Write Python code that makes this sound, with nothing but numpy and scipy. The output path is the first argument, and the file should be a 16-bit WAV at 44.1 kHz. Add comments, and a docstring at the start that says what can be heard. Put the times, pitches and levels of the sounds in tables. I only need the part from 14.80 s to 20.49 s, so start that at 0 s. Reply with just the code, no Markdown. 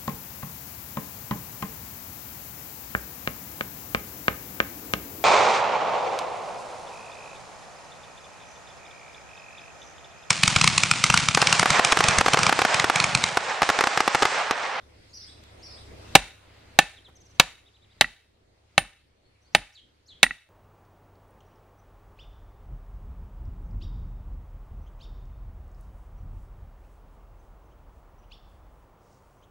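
"""A hammer drives a steel wedge into an upright log: seven close blows in a forest clearing.
Log and steel ring briefly, the wood cracks, the soil shudders, and after two blows the hammer bounces.
The trees send each blow back. Sleeves rustle, and small birds whistle over soft air and a far, low drone.
The blows overload the microphone; its gain control turns down at each one and creeps back up."""
import sys
import numpy as np
from scipy import signal
from scipy.fft import rfft, irfft
from scipy.io import wavfile
from scipy.ndimage import uniform_filter1d

SR = 44100
rng = np.random.default_rng(int(sys.argv[2]) if len(sys.argv) > 2 else 0)


def store_pcm(level_fs):
    """Save levels as 16-bit WAV."""
    pcm = np.round(np.clip(level_fs, -1, 1) * 32767).astype(np.int16)
    wavfile.write(sys.argv[1], SR, np.atleast_2d(pcm).T)


N = 250915

# One row a blow: t/s, force/dB, log/dB, middle/dB, treble/dB, log's pitch factor, second contact/ms,
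# outer steel tones/dB, inner steel tones/dB, after-ring/dB, soil/dB
BLOWS = [(1.3527, -0.5, .5, -6, 2, 0.97, 2.2, -34, -39, 3, 1),
         (1.9888, 1, -4.5, -3, -2.5, 1.023, 2.46, -43, -40.5, 13.5, -7),
         (2.5980, 2, -7.5, -4, 2.5, 0.92, 1.9, -43.5, -48, 3, -7),
         (3.2103, 0, -5.5, -5, 4.5, 1.05, 1.8, -40.5, -37, 3, 3.5),
         (3.9790, 0.5, -1, 0, -0.5, .99, 1.8, -46, -23, 8.5, 3),
         (4.7491, 1, -1.5, -0.5, -0.5, 1.025, 1.56, -56, -30, 1, 2.5),
         (5.4299, 4.5, -7, -2.5, 3.5, 0.98, 2.3, -31, -23, 1.5, 2.5)]
def hammer(trunk_s=0.039, trunk_db=-32, ring_echo_db=-20, echo_db=2.04):
    """The hammer hits and bounces close by, and the trees answer."""
    close, echoes = np.zeros((2, 2, N))
    for s, force_db, *stroke, _ in BLOWS:
        sound = blow(force_db, *stroke)
        add(close, s, sound)
        add(echoes, s + trunk_s, amp(trunk_db) * sound)  # one distinct trunk echo, just after the blow
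        add(echoes, s, amp(force_db + echo_db) * crack_echo())
    close += bounces()
    return microphone_pair(close) + echoes + amp(ring_echo_db) * scatter(close.mean(0))


# Tones of the log (first four), then of hammer and wedge pressed together: f/Hz; level/dB
BODY_HZ = [165, 320, 590, 805, 1260, 1500, 1815, 2220, 2675, 3090, 3520, 3835, 4500, 5850, 6940, 9670]
BODY_DB = [-17.5, -19, -12, -8.5, -14, -9.5, -7, -4.5, -2, -10.5, -9, -5.5, -12, -13.5, -12.5, -18]
# How long they take to fade by 60 dB: f/Hz, fade/s
BODY_FADE = [(150, 0.045), (550, 0.031), (800, .046), (1250, 0.028), (1850, 0.022), (3000, 0.017),
             (10000, 0.009)]
# Log and hammer head sing on faintly once they part: f/Hz, level/dB, fade/s
AFTER_RING = [(550, -42.5, 0.052), (793.7, -34, 0.076), (1780, -34.5, 0.11), (2586, -41, 0.15),
              (3980, -45.5, 0.068)]
# Steel ringing freely: f/Hz, level/dB, fade/s
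STEEL_TONES = [(8484, .5, .13), (9103, 1, .125), (12330, -14, .09), (15200, -21, .11)]
# How alike the crack is left and right: f/Hz, likeness (1 same, 0 unrelated, -1 opposite)
CRACK_LIKENESS = [(1000, 1), (3500, .9), (9000, .5)]
def blow(force_db, log_db, middle_db, treble_db, pitch, again_ms, outer_db, inner_db, after_db,
         again_gain=0.11, crack_db=-12, crack_fade_s=0.051, rise_s=.0003):
    """Steel meets steel twice within a few ms; the wedge jerks forward and the wood fibres crack."""
    t = np.arange(SR // 4) / SR
    balance = [(700, log_db), (1400, middle_db), (2700, middle_db), (3800, treble_db)]
    hz = np.array(BODY_HZ, float)
    hz[:4] *= pitch  # the log's pitch shifts as it splits
    tones = list(zip(hz, BODY_DB + read(balance, hz), read(BODY_FADE, hz)))
    body = (ring(tones, t) + again_gain * ring(tones, t - again_ms / 1000)).sum(0)
    body += amp(after_db) * ring(AFTER_RING, t).sum(0)
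    spectrum = [(100, -14), (600, 0.5), (3000, 5.5), (6000, -7.5), (10000, -13.5), (16000, -24.5)]
    fibres = unit_level(colour(stereo_noise(len(t), CRACK_LIKENESS), spectrum))
    crack = fibres * amp(crack_db + treble_db - 60 * t / crack_fade_s)
    steel = amp([outer_db, inner_db, inner_db, outer_db]) @ ring(STEEL_TONES, t)  # set by the spot hit
    return amp(force_db) * (body + crack + steel) * (1 - np.exp(-t / rise_s))


# The hammer's bounces: t/s, level/dB
BOUNCES = [(3.2192, -10), (3.2440, -12.5), (5.4400, -2.5), (5.465, -11), (5.5085, -12)]
# The log's dull knock and the lightly tapped wedge: f/Hz, level/dB, fade/s
LOG_KNOCK = [(150.2, -28, .07), (252, -23.5, 0.054)]
WEDGE_TONES = [(780, -19.5, .03), (1350, -7, .015), (1927, 3, 0.025), (2665, -5, 0.022), (3970, -23, 0.027)]
def bounces(rise_s=0.00035):
    """The hammer falls back on the wedge and taps it."""
    out, t = np.zeros(N), np.arange(SR // 10) / SR
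    tap = ring(LOG_KNOCK + WEDGE_TONES, t).sum(0) * (1 - np.exp(-t / rise_s))
    for s, db in BOUNCES:
        add(out, s, amp(db) * tap)
    return out


# The shudder in the soil: f/Hz, level/dB
SOIL_SPECTRUM = [(20, -11.5), (70, -5), (125, 0.5), (210, -3.5), (320, -8.5), (500, -24.5), (1000, -71.5)]
def ground(rise_s=.012, fade_s=0.2, shudder_db=-35, sway_hz=45, sway_db=-42, sway_s=0.035):
    """The log passes each blow into the soil, which shudders at once and sways a little later."""
    out, t = np.zeros(N), np.arange(SR // 2) / SR
    sway = amp(sway_db) * np.sin(2 * np.pi * sway_hz * t) * (t / sway_s * np.exp(1 - t / sway_s)) ** 2
    envelope = (1 - np.exp(-t / rise_s)) * amp(shudder_db - 60 * t / fade_s)
    for s, force_db, *_, soil_db in BLOWS:
        shudder = unit_level(colour(rng.standard_normal(len(t)), SOIL_SPECTRUM)) * envelope
        add(out, s, amp(force_db + soil_db) * (shudder + sway))
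    return out


# A blow as the trees send it back: f/Hz, level/dB
ECHO_SPECTRUM = [(100, -1.5), (330, -6), (560, 1.5), (800, 3.5), (1100, -4.5), (1500, 1), (1900, 3.5),
                 (2550, 1), (3200, -2.5), (3850, -2), (5200, -7), (9300, -10), (11000, -25.5),
                 (16000, -38.5)]
def crack_echo():
    """The crack comes back from all around."""
    return colour(forest(), ECHO_SPECTRUM)


# How long echoes last: f/Hz, fade/s
ECHO_FADE = [(100, 0.18), (500, 0.28), (2000, 0.42), (4000, 0.41), (8000, .4), (14000, 0.65)]
# How alike they are left and right: f/Hz, likeness
ECHO_LIKENESS = [(200, 1), (800, .96), (2000, .84), (3200, .5), (5000, 0), (9000, -.3)]
def forest(build_s=0.006, near_db=2, near_s=0.028, uneven=.18):
    """Echoes of one click from trunks and leaves; the nearest are the strongest."""
    echoes = stereo_noise(SR) * (1 + uneven * wobble(SR, 200))
    hz, t, bands = signal.stft(echoes, SR, nperseg=256)
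    bands = bands * amp(-60 * t / read(ECHO_FADE, hz)[:, None])
    tail = signal.istft(bands, SR, nperseg=256)[1][:, :SR]
    t = np.arange(SR) / SR
    return tail / np.linalg.norm(tail[0]) * (1 - np.exp(-t / build_s)) * amp(near_db * np.exp(-t / near_s))


def scatter(x):
    """What the forest sends back of a sound."""
    return signal.fftconvolve(x[None], forest(), axes=1)[:, :N]


# How far the left side is ahead: f/Hz, phase/rad
LEFT_LEAD = [(100, 0), (2500, -0.34), (4000, 0.39), (5500, -1.2), (8000, -1.4), (11000, -1.1),
             (16000, -0.68)]
def microphone_pair(x, right_db=1.63):
    """A near sound reaches the two microphone openings slightly out of step."""
    shift = np.exp(.5j * read(LEFT_LEAD, frequencies(x)))
    return irfft(rfft(x) * np.array([shift, amp(right_db) / shift]), N)


def swings(swing_s=0.2, swing_db=-66):
    """The sleeve rustles ever louder as the arm comes down for each blow."""
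    out, speed = np.zeros((2, N)), np.linspace(0, 1, round(swing_s * SR))
    spectrum = [(150, 4), (1000, -8), (4000, -11), (12000, -30)]
    for s, *_ in BLOWS:
        rustle = unit_level(colour(stereo_noise(SR // 2), spectrum))
        add(out, s - swing_s, amp(swing_db) * speed * rustle[:, :len(speed)])
    return out


# Faint swells of noise: t/s, length/s, strongest f/Hz, level/dB
RUSTLES = [(0.634, 0.0087, 5000, -62), (1.45, 0.61, 2241, -67.5), (2.271, 0.04, 905, -58.5)]
def rustles():
    """Two brief soft brushes and a longer, faint, distant rustle."""
    out = np.zeros((2, N))
    for s, length, hz, db in RUSTLES:
        noise = unit_level(colour(stereo_noise(SR), [(hz / 8, -6), (hz, 0), (hz * 2, -9), (hz * 4, -26)]))
        swell = np.hanning(round(length * SR))
        add(out, s, amp(db) * noise[:, :len(swell)] * swell)
    return out


# Raspy calls: t/s, level/dB
RASPY_CALLS = [(4.721, -54), (4.922, -47.5), (5.256, -48.5)]
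# Note shapes: start f/Hz, turn f/Hz, end f/Hz, place of the turn (0-1), rasp (share of the pitch)
RISE = (4650, 5850, 7900, .45, .06)
FALL = (4750, 3600, 2950, .48, .045)
def raspy_bird(rise_s=0.033, rise_db=-12, fall_after_s=0.02, fall_s=.066, echo_db=-1.5):
    """Each call is a raspy rise, then a louder fall."""
    out = np.zeros(N)
    for s, db in RASPY_CALLS:
        add(out, s, whistle(rise_s, db + rise_db, *RISE, octave_db=-19.5))
        add(out, s + fall_after_s, whistle(fall_s, db, *FALL))
    return out + amp(echo_db) * scatter(out)


# The song's opening slides: t/s, level/dB
SLIDES = [(2.16, -54.5), (2.243, -53.5)]
# Note shapes, with the same columns as RISE
SLIDE = (4300, 3700, 2950, .4, .01)
TWEET = (6200, 6150, 5400, .45, .018)
FLICK = (8600, 6500, 4600, .5, .018)
ARCH = (3150, 4150, 2100, .58, .008)
def near_bird(slide_s=.038, tweet_s=.028, flick_s=.014, arch_s=.044, step_db=-2.16, echo_db=-8):
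    """One song: two downward slides, a high two-voiced twitter, then slower up-and-down notes."""
    out = np.zeros(N)
    for s, db in SLIDES:
        add(out, s, whistle(slide_s, db, *SLIDE))
    for k in range(5):  # both runs get softer note by note
        twitter_at, twitter_db = 2.351 + k * .048, -59 + k * step_db
        arch_at, arch_db = 2.853 + k * .081, -58 + k * step_db
        add(out, twitter_at, whistle(tweet_s, twitter_db, *TWEET))
        add(out, twitter_at + .013, whistle(flick_s, twitter_db - 6, *FLICK))  # the second voice
        add(out, arch_at, whistle(arch_s, arch_db, *ARCH))
    return out + amp(echo_db) * scatter(out)


# Single notes deep in the trees: t/s, length/s, level/dB, start f/Hz, turn f/Hz, end f/Hz
FAR_NOTES = [(1.24, 0.049, -74, 2980, 2710, 2400), (4.441, 0.039, -70, 3910, 4310, 4400),
             (4.612, 0.027, -69.5, 4900, 5920, 6350), (4.64, 0.053, -67.5, 4270, 4330, 5150)]
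# The notes of one phrase: same columns, time and level relative to the phrase
PHRASE_NOTES = [(-.04, .05, -20, 6900, 6750, 6300), (.002, .06, -.5, 4900, 5750, 5520),
                (-.002, .068, -1, 4100, 5300, 4000), (.07, .066, -.5, 4000, 5450, 4350),
                (.085, .05, -10, 3100, 4050, 5100), (.135, .045, -14, 7700, 8500, 8300),
                (.148, .035, -6, 3150, 3480, 4200)]
# Each time it is sung: t/s, level/dB
PHRASES = [(.326, -55.5), (.819, -60.5)]
def far_bird(echo_db=3.5):
    """The same phrase twice and a few single notes, blurred by strong echoes."""
    out = np.zeros(N)
    for s, *note in FAR_NOTES:
        add(out, s, whistle(*note))
    for s, db in PHRASES:
        for after, length, share_db, *glide in PHRASE_NOTES:
            add(out, s + after, whistle(length, db + share_db, *glide))
    return out + amp(echo_db) * scatter(out)


def whistle(length, db, start_hz, turn_hz, end_hz, turn=0.36, rasp=0.016, octave_db=-26):
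    """One bird note: a whistle that glides through a turning point, with a faint octave above."""
    progress = np.linspace(0, 1, round(length * SR))
    size = len(progress)
    turn_hz *= 1 + .03 * rng.uniform(-1.1, 1)  # no two notes are quite alike
    glide = np.interp(progress, [0, turn, 1], [start_hz, turn_hz, end_hz])
    hz = uniform_filter1d(glide, size // 4) * (1 + rasp * wobble(SR // 4, 60)[:size])
    phase = 2 * np.pi * np.cumsum(hz) / SR
    tone = np.sin(phase) + amp(octave_db) * np.sin(2 * phase)
    return amp(db) * tone * signal.windows.tukey(size, .5)


# Air in the leaves: f/Hz, level/dB
AIR_SPECTRUM = [(20, -9), (90, -5.5), (170, -12.5), (400, -10.5), (650, -14), (900, -17), (1600, -21),
                (2100, -19.5), (3000, -23), (4300, -22), (6000, -30.5), (9000, -33), (12000, -42),
                (16000, -50)]
# How alike it is left and right: f/Hz, likeness
AIR_LIKENESS = [(100, .97), (250, .4), (500, .2), (1000, -.3), (2000, .2), (3500, -.1), (10000, -.2)]
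def air(level_db=-63.5, patchy_db=2.0):
    """Air stirs the leaves: a soft hiss, uneven in time and pitch."""
    bands = signal.stft(colour(stereo_noise(N, AIR_LIKENESS), AIR_SPECTRUM), nperseg=512)[2]
    patches = uniform_filter1d(rng.standard_normal(bands.shape[1:]), 10, axis=0)
    patches = unit_level(uniform_filter1d(patches, 16, axis=1))
    hiss = signal.istft(bands * amp(patchy_db * patches), nperseg=512)[1][:, :N]
    return amp(level_db) * unit_level(hiss)


# The drone's two notes: f/Hz, level/dB
DRONE_TONES = [(71, -2), (102, -3.5)]
def drone(level_db=-67, waver_hz=1.2):
    """A far, low hum whose pitch wavers slowly."""
    t, knots = np.arange(N) / SR, np.linspace(0, N / SR, num=30)
    drift = np.cumsum(waver_hz * np.interp(t, knots, rng.standard_normal(len(knots)))) / SR
    hum = sum(amp(db) * np.sin(2 * np.pi * (hz * t + drift + rng.random())) for hz, db in DRONE_TONES)
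    return amp(level_db) * np.sqrt(2) * hum


def ring(tones, t):
    """Fading tones struck at t = 0, one row each; neighbours swing opposite ways."""
    t = np.maximum(t, 0)
    return np.array([(-1) ** k * amp(db - 60 * t / fade_s) * np.sin(2 * np.pi * hz * t)
                     for k, (hz, db, fade_s) in enumerate(tones)])


def stereo_noise(size, likeness=ECHO_LIKENESS):
    """Noise from many directions, as two close microphone openings hear it."""
    noise = rng.standard_normal((2, size))
    left, other = rfft(noise)
    same = read(likeness, frequencies(noise))
    return irfft(np.array([left, same * left + np.sqrt(1 - same ** 2) * other]), size)


def wobble(size, smooth):
    """Smoothed random ups and downs."""
    return unit_level(uniform_filter1d(rng.standard_normal(size), smooth))


def colour(x, points):
    """Filters x by a curve of (f/Hz, level/dB) points."""
    return irfft(rfft(x) * amp(read(points, frequencies(x))), x.shape[-1])


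def read(points, hz):
    """Reads between a table's rows on a log-frequency axis."""
    f, value = np.transpose(points)
    return np.interp(np.log(hz + 1), np.log(f + 1), value)


def frequencies(x):
    """Frequencies of the spectrum of x."""
    return np.fft.rfftfreq(x.shape[-1], 1 / SR)


def amp(db):
    """Decibels to gain."""
    return 10 ** (np.asarray(db) / 20)


def unit_level(x):
    """Scales to an average (rms) level of 1."""
    return x / np.sqrt(np.mean(x ** 2) + 1e-20)


def add(mix, s, sound):
    """Adds a sound to the mix at time s."""
    part = mix[..., max(round(s * SR), 0):][..., :sound.shape[-1]]
    part += sound[..., :part.shape[-1]]


def scene():
    """Blows close by, the forest around them."""
    work = hammer() + ground() + swings()
    return work + rustles() + far_bird() + raspy_bird() + near_bird() + drone() + air()


def gain_control(x, start_db=6, threshold_db=-20.5, cut_s=0.027, recover_db_per_s=7.5, block=44):
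    """The gain drops faster the further the output is over the threshold, then creeps back up."""
    starts = np.arange(0, N, block)
    peaks_db = 20 * np.log10(np.maximum.reduceat(abs(x).max(0), starts) + 1e-9)
    gain_db, gains_db = start_db, []
    for peak_db in peaks_db:
        gains_db.append(gain_db)
        excess_db = max(min(peak_db + gain_db, 0) - threshold_db, 0)
        gain_db += (recover_db_per_s - excess_db / cut_s) * block / SR
    return amp(np.interp(np.arange(N), starts, gains_db))


def record(dry, top_hz=16000):
    """The gain control is too slow to stop the blows overloading; the highest treble is then cut."""
    driven = dry * gain_control(dry)
    clipped = driven / (1 + driven ** 8) ** (1 / 8)
    lowpass = signal.firwin(255, top_hz, window=("kaiser", 8), fs=SR)
    return signal.oaconvolve(clipped, lowpass[None], "same", axes=1)


dry = scene()
out = record(dry)
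store_pcm(out)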